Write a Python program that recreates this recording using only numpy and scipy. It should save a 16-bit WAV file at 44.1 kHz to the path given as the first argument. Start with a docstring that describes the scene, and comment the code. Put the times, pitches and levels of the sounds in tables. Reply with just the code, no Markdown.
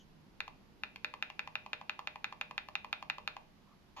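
"""A quiet room, where a gloved finger clicks a computer mouse button sixteen times close to a stereo
microphone. Each press snaps the switch and rings the plastic shell brightly; each release is a softer, hollower
knock. Both are sums of damped shell modes. At the end the scroll wheel starts to roll, as a train of quick
ticks. Faint rustles sound in narrow noise bands, the room adds echoes and a decaying tail, and shaped noise
gives faint hiss, rumble and hum underneath."""
import sys
import numpy as np
from scipy import signal
from scipy.fft import rfft, irfft
from scipy.io import wavfile

SR = 44100
rng = np.random.default_rng(int(sys.argv[2]) if len(sys.argv) > 2 else 0)


def to_wav(s):
    """Save 16-bit WAV."""
    ch = np.atleast_2d(s).T  # columns
    pcm = np.round(np.clip(ch, -1, 1) * 32767)  # PCM
    wavfile.write(sys.argv[1], SR, pcm.astype(np.int16))


N = 176400  # samples, 4 s


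# Presses of the button. Each row: start in seconds, relative level in dB, extra knock near 1 kHz in dB,
# extra clack near 1.6 kHz in dB, extra treble in dB.
PRESSES = [(0.4041, -2.4, 1.5, 1.5, -0.5), (0.835, -2.5, 0, 1.5, -4), (1.0455, 1, 0, -1.5, -4),
           (1.2248, 0.45, 0.5, 0.7, -3), (1.3929, -1.0, 1.3, 0.2, -3.5), (1.5542, -2.3, 4.5, 3, -1),
           (1.7313, -0.5, 3.3, -1.3, -4), (1.895, 0.7, 3.5, -1.5, -4.4), (2.0725, -0.8, 2.8, -1.3, -4.5),
           (2.2431, 0.5, 2.5, 0, -4.3), (2.4119, -1.2, 4.1, 0, -3), (2.5788, 0.4, 3.3, -2.5, -3.9),
           (2.7532, 1.3, 0.7, -2, -3), (2.9281, 0.9, 4.5, 2, -1.5), (3.0988, 0.7, 3.2, 0, -1.8),
           (3.2756, -3, 7, 5.5, 0.5)]
# Contacts within one press. Each row: delay in seconds, relative level in dB.
PRESS_CONTACTS = [(.0001, 1.5), (.00092, -7.5), (.0024, -24.5)]
PRESS_DB, PRESS_JITTER_S = 1.5, .000008


def button_presses():
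    """Modal excitation: the snapping switch drives the shell's bright modes, nearly alike each time."""
    pressed_db = np.transpose(SHELL)[2]
    return button(PRESSES, PRESS_CONTACTS, pressed_db + PRESS_DB, PRESS_JITTER_S)


# Releases of the button. Each row: start in seconds, relative level in dB, extra knock near 1 kHz in dB,
# extra clack near 1.6 kHz in dB, extra treble in dB.
RELEASES = [(0.4788, -2.5, 0.4, -3, -1), (0.9595, 2.3, -16, -11, -5), (1.1387, 4, -5, -3.3, -6),
            (1.3004, 4.5, -12, -7, -6.5), (1.4745, -1.3, 0.6, 2, -0.5), (1.6621, -1.3, 0.2, -11, -4.5),
            (1.8128, -7, 5, 9, -0.5), (1.9915, 1.6, -1, -1, -2.3), (2.1579, 1, -3.1, -2.4, -6),
            (2.3248, -3.5, 3.5, 2, -0.5), (2.5102, 0, -0.3, -2.4, -3.5), (2.686, -1.2, -1, -3, -0.5),
            (2.8456, -1.5, 1.3, 0.9, -3.5), (3.0253, -0.5, 1.5, 3, -2), (3.1828, -2.5, 1.5, 0.5, 0.1),
            (3.3661, -3.6, 2.1, 8, 0.2)]
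# Contacts within one release. Each row: delay in seconds, relative level in dB.
RELEASE_CONTACTS = [(.0002, 2), (.0021, -8.5)]
RELEASE_DB, RELEASE_JITTER_S = 2, .00007


def button_releases():
    """Modal excitation: the release favours the low modes, and its contacts are more loosely timed."""
    released_db = np.transpose(SHELL)[3]
    return button(RELEASES, RELEASE_CONTACTS, released_db + RELEASE_DB, RELEASE_JITTER_S)


def button(strokes, contacts, drive_db, jitter_s):
    """Repeated impact: each stroke snaps the switch over, and it strikes again a moment later."""
    out = np.zeros((3, N))
    for start_s, db, knock, clack, treble in strokes:
        for delay, contact_db in contacts:
            late_s = abs(delay + jitter_s * rng.standard_normal())
            colour_db = [knock, clack, 0, treble]
            add(out, start_s, ring(drive_db + db + contact_db, colour_db, late_s))
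    return out


# Modes of the plastic shell. Each row: frequency in Hz, 60 dB decay time in seconds,
# relative level when pressed in dB, relative level when released in dB, left minus right in dB.
SHELL = [(629, 0.034, -51, -54.5, -0.5), (821.5, .022, -42, -38, 3), (1117, 0.012, -38.5, -34.5, -3),
         (1326, 0.011, -35, -50.5, -2.5), (1724, 0.01, -27.5, -45.5, 2.5), (2042, 0.03, -36.5, -52, 2),
         (2415, 0.014, -27, -42, 2.5), (2760, 0.0099, -24, -42, 1), (3158, 0.0085, -28.5, -42.5, -2),
         (3680, .012, -31.5, -50, -6), (4270, 0.013, -34.5, -52, -9.5), (5240, 0.0046, -39, -49.5, -9),
         (6600, 0.014, -48.5, -61, -15), (12430, 0.0065, -56, -65, -20)]
# Centres of the knock, clack, middle and treble colouring, in Hz.
COLOUR_HZ = [1100, 1500, 2500, 3600]
MODE_SCATTER_DB = 1.48
RIGHT_LAG_S = .000085  # the sound reaches the left port first


def ring(drive_db, colour_db, delay_s, size=2400):
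    """Modal superposition: one contact sums damped sines, heard at the left port, right port and in the room."""
    hz, t60, _, _, side_db = np.transpose(SHELL)
    coloured_db = drive_db + np.interp(np.log(hz), np.log(COLOUR_HZ), colour_db)
    mode_db = coloured_db + MODE_SCATTER_DB * rng.standard_normal(len(hz))
    sign = (-1) ** np.arange(len(hz))  # neighbouring modes swing in opposite directions
    paths = []
    for lag_s, side in ((0, .5), (RIGHT_LAG_S, -.5), (0, 0)):
        t = np.maximum(np.arange(size) / SR - delay_s - lag_s, 0)[:, None]
        envelope = amp(mode_db + side * side_db - 60 * t / t60)
        modes = sign * envelope * np.sin(2 * np.pi * hz * t)
        paths.append(modes.sum(1))
    return np.array(paths)


WHEEL_START_S, WHEEL_TICKS_PER_S = 3.964, 330
WHEEL_DB, WHEEL_SCATTER_DB = -11, 1.5
# Colouring of the wheel's ticks: knock, clack, middle and treble, in dB.
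WHEEL_COLOUR_DB = [4, 2, 2.5, 3.5]


def wheel():
    """Impact train: the rolling wheel rattles the shell's release modes with quick uneven ticks."""
    released_db = np.transpose(SHELL)[3]
    out = np.zeros((3, N))
    for start_s in np.arange(WHEEL_START_S, N / SR, 1 / WHEEL_TICKS_PER_S):
        db = WHEEL_DB + WHEEL_SCATTER_DB * rng.standard_normal()
        late_s = .5 * rng.random() / WHEEL_TICKS_PER_S  # up to half an interval
        add(out, start_s, ring(released_db + db, WHEEL_COLOUR_DB, late_s))
    return out


# Tone of the clicks as picked up by the microphone. Each row: frequency in Hz, gain in dB.
MICROPHONE_TONE = [(100, -17), (450, -2), (750, -2.5), (6800, -1.5), (7600, -4), (8800, -10.5), (9500, -1),
                   (14000, -6.5)]


def microphone_colour(x, size=2048):
    """Microphone colouring: the clicks are heard with thinned bass and a dip near 8.8 kHz."""
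    log_gain = np.log(amp(read(MICROPHONE_TONE, abs(np.fft.fftfreq(size, 1 / SR)))))
    # The Hilbert transform of the log gain gives the phase of a causal, minimum-phase filter.
    response = np.exp(signal.hilbert(log_gain).conj())
    taps = np.fft.ifft(response).real
    return signal.oaconvolve(x, taps[None], axes=1)[:, :N]


# Faint rustles in narrow noise bands: one fades away as the scene opens, and later the glove brushes the shell.
# Each row: centre in seconds, spread in seconds, # frequency in Hz, width in Hz, level in dB.
RUSTLES = [(.005, 0.017, 3100, 200, -65.5), (.005, 0.021, 6300, 600, -74.5), (3.705, 0.031, 1150, 140, -70)]
RASP_HZ, RASP_WIDTH_HZ, RASP_DB = 6560, 350, -70.5


def glove():
    """Friction noise: a faint rustle fades as the scene opens, the glove brushes the shell once, and it rasps
    on the turning wheel."""
    t = np.arange(N) / SR
    rustles = np.zeros(N)
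    for centre_s, spread_s, hz, width_hz, db in RUSTLES:
        swell = np.exp(-.5 * ((t - centre_s) / spread_s) ** 2)
        rustles += amp(db) * swell * band_noise(hz, width_hz)
    rasp = amp(RASP_DB) * (t > WHEEL_START_S) * band_noise(RASP_HZ, RASP_WIDTH_HZ)
    return rustles + rasp


# Diffuse tail of the room. Each row: frequency in Hz, 60 dB decay time in seconds, tail level in dB.
ROOM = [(300, .5, 3.5), (624, 0.41, 0), (1000, 0.22, -8.5), (1730, 0.25, -6), (2240, 0.33, -8.5),
        (2760, 0.43, -13), (3900, 0.25, -8), (7000, 0.2, -11.5), (13000, 0.094, -8)]
ROOM_DELAY_S = .003
# Standing waves of the room. Each row: frequency in Hz, 60 dB decay time in seconds, level in dB.
ROOM_MODES = [(486.8, 1, -54.5), (606, 0.29, -50.5), (866, 0.29, -70.5)]
# Echoes from nearby surfaces. Each row: delay in seconds, left level in dB, right level in dB.
ECHOES = [(.0033, -23, -25), (0.0086, -44, -13.5)]


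def room(x, size=24000):
    """Reverberation: close echoes, standing waves and a diffuse tail whose decay depends on frequency."""
    hz, t, z = signal.stft(rng.standard_normal((2, size)), SR, nperseg=256)
    z = z / (abs(z) + 1e-12) * z.std()  # an even, uncoloured wash
    rate = np.log(1000) / read(ROOM, hz)[:, None]
    decay = np.exp(-rate * t)
    equal_energy = np.sqrt(2 * rate / SR)  # offsets the decay time's effect on energy
    z = z * decay * equal_energy * amp(read(ROOM, hz, axis=2))[:, None]
    tail = signal.istft(z, SR, nperseg=256)[1]
    age = np.arange(tail.shape[1]) / SR
    for mode_hz, t60, db in ROOM_MODES:
        tail = tail + amp(db - 60 * age / t60) * np.sin(2 * np.pi * mode_hz * age)
    out = np.zeros((2, N))
    add(out, ROOM_DELAY_S, signal.fftconvolve(x, tail, axes=1))
    for delay, left_db, right_db in ECHOES:
        add(out, delay, x * amp([[left_db], [right_db]]))
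    return out


# Spectrum of the hiss. Each row: frequency in Hz, relative density in dB per Hz.
HISS = [(300, -8), (600, -2), (900, 0), (1400, -5.5), (3000, -9), (4800, -12), (6800, -20), (7700, -26),
        (8800, -29), (10500, -23.5), (12600, -21), (14400, -50)]
HISS_DB = -69
# Spectrum of the low room noise. Each row: frequency in Hz, relative density in dB per Hz.
RUMBLE = [(12, -31), (20, 3.5), (27, -8), (70, -6), (114, -7.5), (192, -4.5), (282, -9), (340, -12),
          (370, -11), (600, -24.5), (780, -30), (1320, -120)]
# Level of the low room noise. Each row: time in seconds, level in dB.
RUMBLE_DB = [(0.0, -64.5), (.2, -63), (.4, -63.5), (.75, -63), (1.5, -65), (3.2, -64), (3.9, -66)]
# Bands of the hum. Each row: frequency in Hz, width in Hz, level in dB.
HUM = [(44.5, 8.3, -83.5), (157, 7.6, -75.5), (206.5, 13, -75.5)]


def background():
    """Stationary and modulated noise: steady hiss, a slowly swelling rumble and a low, wavering hum."""
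    rumble_db = np.interp(np.arange(N) / SR, *np.transpose(RUMBLE_DB))
    rumble = amp(rumble_db) * stereo_noise(RUMBLE)
    hum = sum(amp(db) * band_noise(hz, width_hz / 2) for hz, width_hz, db in HUM)
    hiss = amp(HISS_DB) * stereo_noise(HISS)
    return hiss + rumble + hum


# Likeness of the noise at the two ports. Each row: frequency in Hz, correlation from 0 to 1.
NOISE_LIKENESS = [(30, .45), (150, 0.38), (400, 0.45), (1000, 0.12), (3000, 0.045), (12000, 0.015)]
# Balance of the noise. Each row: frequency in Hz, left minus right in dB.
NOISE_BALANCE = [(40, 0), (180, -3.5), (1000, -2), (4000, -2), (12000, -6.5)]


def stereo_noise(spectrum):
    """Spatial coherence: noise of rms 1, partly alike at both ports in the bass, barely in the treble."""
    hz = np.fft.rfftfreq(N, 1 / SR)
    a, b = rfft(rng.standard_normal((2, N)))
    same = np.clip(read(NOISE_LIKENESS, hz), -1, 1)
    z = np.array([a, same * a + np.sqrt(1 - same ** 2) * b])
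    side_db = np.array([[.5], [-.5]]) * read(NOISE_BALANCE, hz)
    return unit(irfft(z * amp(read(spectrum, hz) + side_db), N))


def band_noise(hz, width_hz):
    """Spectral shaping: a bell-shaped window leaves one band of noise, at rms 1."""
    f = np.fft.rfftfreq(N, 1 / SR)
    bell = np.exp(-.5 * ((f - hz) / width_hz) ** 2)
    return unit(irfft(rfft(rng.standard_normal(N)) * bell, N))


def amp(db):
    """Logarithmic level: decibels to amplitude gain."""
    return 10 ** (np.asarray(db) / 20)


def unit(x):
    """Normalization: scales to rms 1."""
    return x / np.sqrt(np.mean(x ** 2) + 1e-20)


def read(points, hz, axis=1):
    """Interpolation: reads one column of a table along log frequency."""
    columns = np.transpose(points)
    return np.interp(np.log(hz + 1), np.log(columns[0] + 1), columns[axis])


def add(mix, start_s, sound):
    """Superposition: mixes a sound in, in place, from a start in seconds."""
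    part = mix[:, max(round(start_s * SR), 0):][:, :sound.shape[1]]
    part += sound[:, :part.shape[1]]


def scene():
    """Superposition: direct sound of the mouse, its room response, the glove and the background."""
    mouse = microphone_colour(button_presses() + button_releases() + wheel())
    direct, into_room = mouse[:2], mouse[2:]
    return direct + room(into_room) + glove() + background()


CUT_HZ = 14600


def record(dry):
    """Band limiting: a linear-phase low-pass filter removes the highest treble."""
    taps = signal.firwin(255, CUT_HZ, window=("kaiser", 8), fs=SR)
    return signal.oaconvolve(dry, taps[None], "same", axes=1)


dry = scene()
out = record(dry)
to_wav(out)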